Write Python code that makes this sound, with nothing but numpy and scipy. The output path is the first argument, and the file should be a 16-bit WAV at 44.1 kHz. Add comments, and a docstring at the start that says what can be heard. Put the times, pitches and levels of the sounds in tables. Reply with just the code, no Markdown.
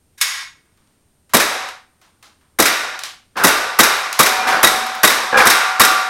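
"""A gas airsoft pistol is readied and fires nine shots in a bare, echoing garage with a camera running.
The released slide clacks at 0.2 s as noise bursts and steel modes; dull knocks and bright ticks follow.
From 1.3 s each shot is a hammer snap, a gas puff with a low thump, and two slide blows that ring.
Pellets excite the modes of metal plates; from 3.4 s toppled plates clatter down, and from 4.8 s their rack booms.
Throughout, the camera turns quiet tails down, adds hiss and whine, and flattens the peaks."""
import sys
import numpy as np
from scipy import signal
from scipy.fft import rfft, irfft
from scipy.io import wavfile

SR = 44100
rng = np.random.default_rng(int(sys.argv[2]) if len(sys.argv) > 2 else 0)


def generate_wav(signal):
    """Clip the signal to [-1, 1] and save it as 16-bit WAV at the path in sys.argv[1]."""
    frames = np.transpose(np.atleast_2d(signal))
    scaled = np.clip(frames, -1, 1) * 32767
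    pcm = np.round(scaled).astype(np.int16)
    wavfile.write(sys.argv[1], SR, pcm)


N = 268569  # length in samples


def amp(db):
    """Logarithmic level: decibels to an amplitude factor."""
    return np.exp(np.asarray(db) * np.log(10) / 20)


def unit(x):
    """Normalisation: scale x to an rms of 1."""
    return x / np.sqrt(np.mean(x ** 2) + 1e-20)


def along(points, hz):
    """Logarithmic interpolation: read a table of (f/Hz, value) at the frequencies hz."""
    f, v = np.transpose(points)
    return np.interp(np.log(hz + 1), np.log(f + 1), v)


def noise(spectrum, size):
    """Spectral shaping: white noise is weighted bin by bin and brought to rms 1."""
    white = rfft(rng.standard_normal(size))
    hz = np.fft.rfftfreq(size, 1 / SR)
    return unit(irfft(white * amp(along(spectrum, hz)), size))


def add(track, s, sound):
    """Superposition: mix a sound into the track at time s, cut at the track's end."""
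    part = track[max(round(s * SR), 0):][:len(sound)]
    part += sound[:len(part)]


def burst(spectrum, rise, t60):
    """Heavy damping: a blow excites a dense spectrum that swells and dies at once."""
    t = np.arange(SR // 5) / SR
    swell = 1 - np.exp(-t / rise)
    decay = amp(-60 * t / t60)
    return noise(spectrum, len(t)) * swell * decay


def ring(modes, rise, size=SR):
    """Modal vibration: each blow drives the modes at new strengths; close pairs of modes beat."""
    t = np.arange(size) / SR
    hz, db, t60 = np.transpose(modes)[:, :, None]
    scatter_db = 2 * rng.standard_normal(hz.shape)
    strength = amp(db + scatter_db - 60 * t / t60)
    split_hz = rng.uniform(5, 14, hz.shape)
    phase = 2 * np.pi * (hz * t + rng.random(hz.shape))
    lag = 2 * np.pi * (split_hz * t + rng.random(hz.shape))
    pair = np.sin(phase) + .5 * np.sin(phase - lag)
    return np.sum(strength * pair, axis=0) * (1 - np.exp(-t / rise))


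# Reverberation time of the room: f/Hz, t60/s
GARAGE_T60 = [(80, 0.34), (200, 0.27), (450, 0.78), (900, 1.35), (1800, 1.23), (3500, 1.047), (6000, 0.89),
              (11000, 0.62), (16000, 0.47)]
# Relative reflection from the walls: f/Hz, level/dB
WALLS = [(25, -14), (80, -14), (300, 8), (1400, 0.5), (4000, 2), (8000, -2.5), (12000, -2.5), (13500, -10),
         (16000, -3)]


def garage(spectrum, build):
    """Diffuse reverberation: the echo of a blow builds up, then each frequency dies at its own rate; energy 1."""
    hz, t, z = signal.stft(rng.standard_normal(SR), SR, nperseg=256)
    colour_db = along(spectrum, hz) + along(WALLS, hz)
    decay_db = 60 * t / along(GARAGE_T60, hz)[:, None]
    tail = signal.istft(z * amp(colour_db[:, None] - decay_db), SR, nperseg=256)[1][:SR]
    tail = tail * (1 - np.exp(-np.arange(SR) / SR / build))
    return tail / np.linalg.norm(tail)


def blow(spectrum, rise, t60, echo_db, build):
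    """Direct and reverberant field: a burst with a room echo set relative to its energy."""
    direct = burst(spectrum, rise, t60)
    sound = amp(echo_db) * np.linalg.norm(direct) * garage(spectrum, build)
    add(sound, 0, direct)
    return sound


# Flat excitation of the room: f/Hz, level/dB
EVEN = [(20, 0), (16000, 0)]


def echoed(x, echo_db):
    """Interference: a ring meets its own reflections, so its tones waver and linger."""
    reflections = signal.fftconvolve(x, garage(EVEN, build=0.00082))[:len(x)]
    return x + amp(echo_db) * reflections


# Clacks of the slide as it is released to chamber a pellet: t/s, level/dB
SLIDE_RELEASE = [(0.176, -23), (0.204, -22.5), (0.2119, -6.5)]
# Spectrum of a clack: f/Hz, relative level/dB (per Hz)
RACKING = [(100, -33.5), (300, -42), (750, -24), (1080, -9.5), (1400, -6.5), (1930, -5.5), (3250, -8.5),
           (3780, -6.5), (4300, -8.5), (5200, -3.5), (7300, -9.5), (8300, -7.5), (12000, -9), (16000, -20)]
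# Modes of the frame: f/Hz, level/dB, t60/s
FRAME_MODES = [(1075, -3.5, 0.084), (1640, -2, 0.1), (1938, 7, 0.061), (2202, 1.5, .08),
               (3620, -1.5, 0.069), (3760, -2, .06), (5300, 7, 0.04), (5260, -1, .06), (6686, 6, 0.13),
               (8400, -6, .04)]


def slide_release():
    """Impact excitation: the released slide clacks and sets the frame's modes ringing."""
    out = np.zeros(N)
    for s, db in SLIDE_RELEASE:
        add(out, s, amp(db) * blow(RACKING, rise=0.0014, t60=0.081, echo_db=0.0, build=.005))
        add(out, s, amp(db - 13.5) * echoed(ring(FRAME_MODES, rise=0.00085), echo_db=-2.5))
    return out


# Trigger and grip clicks: t/s, dull knock level/dB, bright tick level/dB
CLICKS = [(0.652, -32, -49), (0.774, -29, -28), (0.873, -44, -31), (1.294, -24.5, -20.5), (1.687, -53, -24),
          (2.014, -26, -22.5), (2.226, -25.5, -18.5), (2.411, -27, -38), (2.991, -44, -18),
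          (3.035, -37.5, -13.5), (4.128, -35, -12), (4.865, -28, -19.5), (4.948, -20.5, -43)]
# Spectra of a knock and a tick: f/Hz, relative level/dB (per Hz)
KNOCK = [(100, -25.5), (500, -12.5), (1150, 1.5), (2400, -8), (5000, -17.5), (16000, -19.5)]
TICK = [(100, -39), (1200, -9.5), (3000, -2), (4500, -2), (6500, -3), (9000, -8), (12000, -8.5),
        (16000, -22.5)]


def clicks():
    """Contact duration: small parts give a slower, dull knock together with a shorter, bright tick."""
    out = np.zeros(N)
    for s, knock_db, tick_db in CLICKS:
        add(out, s, amp(knock_db) * blow(KNOCK, rise=0.0014, t60=0.042, echo_db=5.5, build=0.0046))
        add(out, s, amp(tick_db) * blow(TICK, rise=0.00044, t60=0.017, echo_db=3.5, build=.005))
    return out


# Shots: t/s, report level/dB, time until the slide is home t/s, slide ring level/dB
SHOTS = [(1.335, -3, 0.032, -18), (2.586, -7, 0.037, -14), (3.436, -2.5, 0.033, -10),
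         (3.788, 1, 0.044, -14), (4.190, 0, 0.039, -12), (4.629, -1, 0.042, -5), (5.032, 0.5, .0425, -3),
         (5.453, -9.5, 0.046, -10), (5.796, 0, 0.053, -3)]
# Spectra of the hammer snap, gas puff and low thump: f/Hz, relative level/dB (per Hz)
HAMMER = [(100, -40), (400, -14.5), (1100, 1), (2100, -6.5), (3000, -14), (5500, -11), (9500, -15.5),
          (11500, -6), (16000, -26)]
GAS = [(30, -34.5), (80, -19.5), (200, -14), (500, -6), (850, -11.5), (1130, 5.5), (1400, 2.5),
       (2050, -2.5), (3000, -11), (6000, -12.5), (11000, -17.5), (16000, -26.5)]
THUMP = [(25, -29.5), (55, -22), (90, -20), (160, -7.5), (225, 0.5), (330, -2), (520, -1.5), (900, -7),
         (3000, -56.5)]
HAMMER_DB, GAS_DB = -0.5, 1  # relative to the report level
GAS_DELAY_S = .007  # from the hammer to the puff
THUMP_DB, COOLING_DB = -5, 1.04  # level at the first shot; loss per shot as the gas cools


def report():
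    """Sudden gas expansion: the hammer opens the valve and the gas bursts out a moment later."""
    out = np.zeros(N)
    for fired, (s, db, _, _) in enumerate(SHOTS):
        puff_s = s + GAS_DELAY_S
        thump_db = THUMP_DB - COOLING_DB * fired
        add(out, s, amp(db + HAMMER_DB) * blow(HAMMER, rise=0.0024, t60=0.085, echo_db=-4.0, build=.012))
        add(out, puff_s, amp(db + GAS_DB) * blow(GAS, rise=0.0023, t60=0.075, echo_db=-4.0, build=0.0097))
        add(out, puff_s, amp(thump_db) * blow(THUMP, rise=.004, t60=0.14, echo_db=-4.5, build=0.011))
    return out


# Spectrum of a slide blow: f/Hz, relative level/dB (per Hz)
STEEL = [(100, -41.5), (600, -17.5), (1050, 0), (2000, 1), (2800, -6), (3500, -5), (3790, 4), (4200, -7),
         (5400, 0), (7300, -6), (8400, 0), (9600, -7.5), (11500, -1), (16000, -11.5)]
# Modes of the slide: f/Hz, level/dB, t60/s
SLIDE_MODES = [(1953, -0.048, 0.065), (3792, 3.1, 0.048), (4900, -7.5, 0.026), (2500, -8.5, .022)]
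REAR_STOP_SHARE = .36  # fraction of the slide's cycle at which it meets the rear stop
REAR_STOP_DB, HOME_DB = -0.5, -4.5
HOME_RING_DB = -4.5  # ring of the home blow relative to that of the rear stop


def slide_cycle():
    """Recoil and return: thrown back by the gas, the slide strikes its rear stop, then home, and rings."""
    out, pings = np.zeros(N), np.zeros(N)
    for s, _, cycle, ring_db in SHOTS:
        rear_stop = (REAR_STOP_SHARE * cycle, REAR_STOP_DB, ring_db)
        home = (cycle, HOME_DB, ring_db + HOME_RING_DB)
        for delay, steel_db, ping_db in [rear_stop, home]:
            add(out, s + delay, amp(steel_db) * blow(STEEL, rise=0.0015, t60=0.045, echo_db=0.0, build=0.0027))
            add(pings, s + delay, amp(ping_db) * ring(SLIDE_MODES, rise=0.0013, size=SR // 8))
    return out + echoed(pings, echo_db=-17.5)


# Pellets striking the targets: t/s, smack level/dB, ring level/dB, plate struck
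PELLETS = [(1.399, -11, -38.5, "large"), (2.655, -7.5, -29.5, "small"), (3.478, -11, -26, "small"),
           (3.833, -8.5, -23.5, "small"), (4.259, -9.5, -27, "large"), (4.690, -34, -33, "large"),
           (5.098, -12.5, -34, "large"), (5.504, -7.5, -23.5, "small"), (5.834, -8.5, -21, "small")]
# Spectrum of a smack: f/Hz, relative level/dB (per Hz)
SMACK = [(100, -39), (400, -12.5), (800, -17.5), (1450, 0), (2300, -1), (3200, -10.5), (5500, -7.5),
         (9000, -13.5), (12000, -11), (16000, -20.5)]
# Modes of the two plates: f/Hz, level/dB, t60/s
LARGE_PLATE = [(236, -21, 1.2), (754, -2, 1), (947, -8.5, 0.84), (800, -11, 0.37), (2400, -6.5, 0.49),
               (3500, -14, 0.96)]
SMALL_PLATE = [(1168.6, -4, 0.8), (1203, -14.5, 0.8), (1410, 1, 0.31), (1500, -5, 0.43),
               (2070, -11.5, 0.38), (2716, -10.5, 0.36)]
NEIGHBOUR_DB = -11  # the rack passes the blow on to the other plate


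def pellets():
    """Coupled vibration: a pellet smacks one distant plate and its neighbour rings along, with strong echo."""
    out = np.zeros(N)
    for s, smack_db, ring_db, struck in PELLETS:
        add(out, s, amp(smack_db) * blow(SMACK, rise=0.00097, t60=0.14, echo_db=0.5, build=0.0039))
        large, small = ring(LARGE_PLATE, rise=0.0068), ring(SMALL_PLATE, rise=0.0034)
        plate, neighbour = (large, small) if struck == "large" else (small, large)
        both = plate + amp(NEIGHBOUR_DB) * neighbour
        add(out, s, amp(ring_db) * echoed(both, echo_db=4))
    return out


# Toppled plates hitting the rack or the floor: t/s, thud level/dB (1.5 dB above the last thud),
# first free ring level/dB, final clang level/dB, rim clank level/dB, delay of the clank t/s
FALLS = [(3.353, -13, -55, -32, -23.5, .012), (4.385, -19.5, -25, -50, -41, 0.022),
         (4.467, -12.5, -21.5, -20, -17, .002), (5.327, -7, -24.5, 1.5, -11.5, 0.041)]
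# Spectra of a thud and a rim clank: f/Hz, relative level/dB (per Hz)
THUD = [(40, -37), (150, -7), (300, -5.5), (520, -3.5), (1000, 3), (1600, 9.5), (2000, -12), (3000, -13),
        (6000, -25), (16000, -51)]
CLANK = [(200, -44.5), (900, -1.5), (2200, -2), (3000, -11.5), (5300, -10.5), (7000, -15), (12000, -16),
         (16000, -24)]
# Modes of a plate lying on the floor: f/Hz, level/dB, t60/s
PLATE_ON_FLOOR = [(519, -5, 0.063), (810, -12.5, 0.19), (1646, -1, 0.064), (2400, -5, 0.03)]
SETTLE_S = .076  # from the first touch until the plate lies flat
FLATTEN_DB, DAMPING_DB = 12.5, 14  # over that time the clang grows and the free ring is choked
THUD_GROWS_DB = 3  # the last contact thuds this much harder than the first


def falls(count):
    """Contact damping: a plate lands on edge and rattles through count touches; free ring yields to flat clang."""
    out, rings = np.zeros(N), np.zeros(N)
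    for s, thud_db, ring_db, clang_db, clank_db, clank_delay in FALLS:
        clank = blow(CLANK, rise=0.013, t60=0.21, echo_db=12.5, build=0.0054)
        add(out, s + clank_delay, amp(clank_db) * clank)
        for flat in np.linspace(0, 1, count):  # 0 on edge, 1 lying flat
            touch = s + flat * SETTLE_S
            touch_db = thud_db - THUD_GROWS_DB * (1.5 - flat)
            free_db = ring_db - DAMPING_DB * flat
            flat_db = clang_db - FLATTEN_DB * (1 - flat)
            add(out, touch, amp(touch_db) * blow(THUD, rise=0.0029, t60=0.073, echo_db=7.0, build=0.0012))
            add(rings, touch, amp(free_db) * ring(LARGE_PLATE, rise=0.0021))
            add(rings, touch, amp(flat_db) * ring(PLATE_ON_FLOOR, rise=0.0018, size=SR // 4))
    return out + echoed(rings, echo_db=-21)


# Jolts of the target rack: t/s, level/dB
JOLTS = [(4.756, -34), (5.105, -33)]
# Low mode of the wooden rack: f/Hz, level/dB, t60/s
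TARGET_RACK_MODES = [(235, -1.5, 0.96)]


def target_rack():
    """Resonance: a tipping plate jolts the wooden target rack, which booms on one low note."""
    out = np.zeros(N)
    for s, db in JOLTS:
        add(out, s, amp(db) * ring(TARGET_RACK_MODES, rise=.008))
    return out


def scene():
    """Superposition of all sources, as one channel."""
    pistol = slide_release() + clicks() + report() + slide_cycle()
    targets = pellets() + falls(count=6) + target_rack()
    return (pistol + targets)[None]


def suppressor(x, threshold_db, slope, depth_db, release):
    """Downward expansion: the further the recent level falls below threshold, the lower the gain."""
    keep = np.exp(-1 / (release * SR))  # release: averaging time constant in s
    power = signal.lfilter([1 - keep], [1, -keep], x ** 2)
    under_db = threshold_db - 10 * np.log10(power + 1e-12)
    return x * amp(-np.clip(slope * under_db, 0, depth_db))


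# Spectrum of the camera's hiss: f/Hz, relative level/dB (per Hz)
HISS = [(25, -14), (48, -20), (78, -9.5), (130, -17), (263, -18), (400, -23.5), (1290, -34), (4000, -38),
        (11000, -37), (16000, -47.5)]
HISS_DB, WHINE_DB = -61, -69.0
WHINE_HZ, TOP_HZ = 8659, 16000  # thin whine; upper band limit


def record(dry):
    """Expansion, saturation and band limiting: the camera quietens tails, adds hiss and whine, flattens peaks."""
    x = suppressor(dry, threshold_db=-27.0, slope=2.12, depth_db=25.0, release=0.033)
    whine = np.sin(2 * np.pi * WHINE_HZ * np.arange(N) / SR)
    x = x + amp(HISS_DB) * noise(HISS, N) + amp(WHINE_DB) * whine
    x = x / (1 + np.abs(x / .96) ** 6) ** (1 / 6)  # smooth overload towards 0.96
    low_pass = signal.firwin(301, TOP_HZ, fs=SR)[None]
    return signal.fftconvolve(x, low_pass, mode="same")


dry = scene()
out = record(dry)
generate_wav(out)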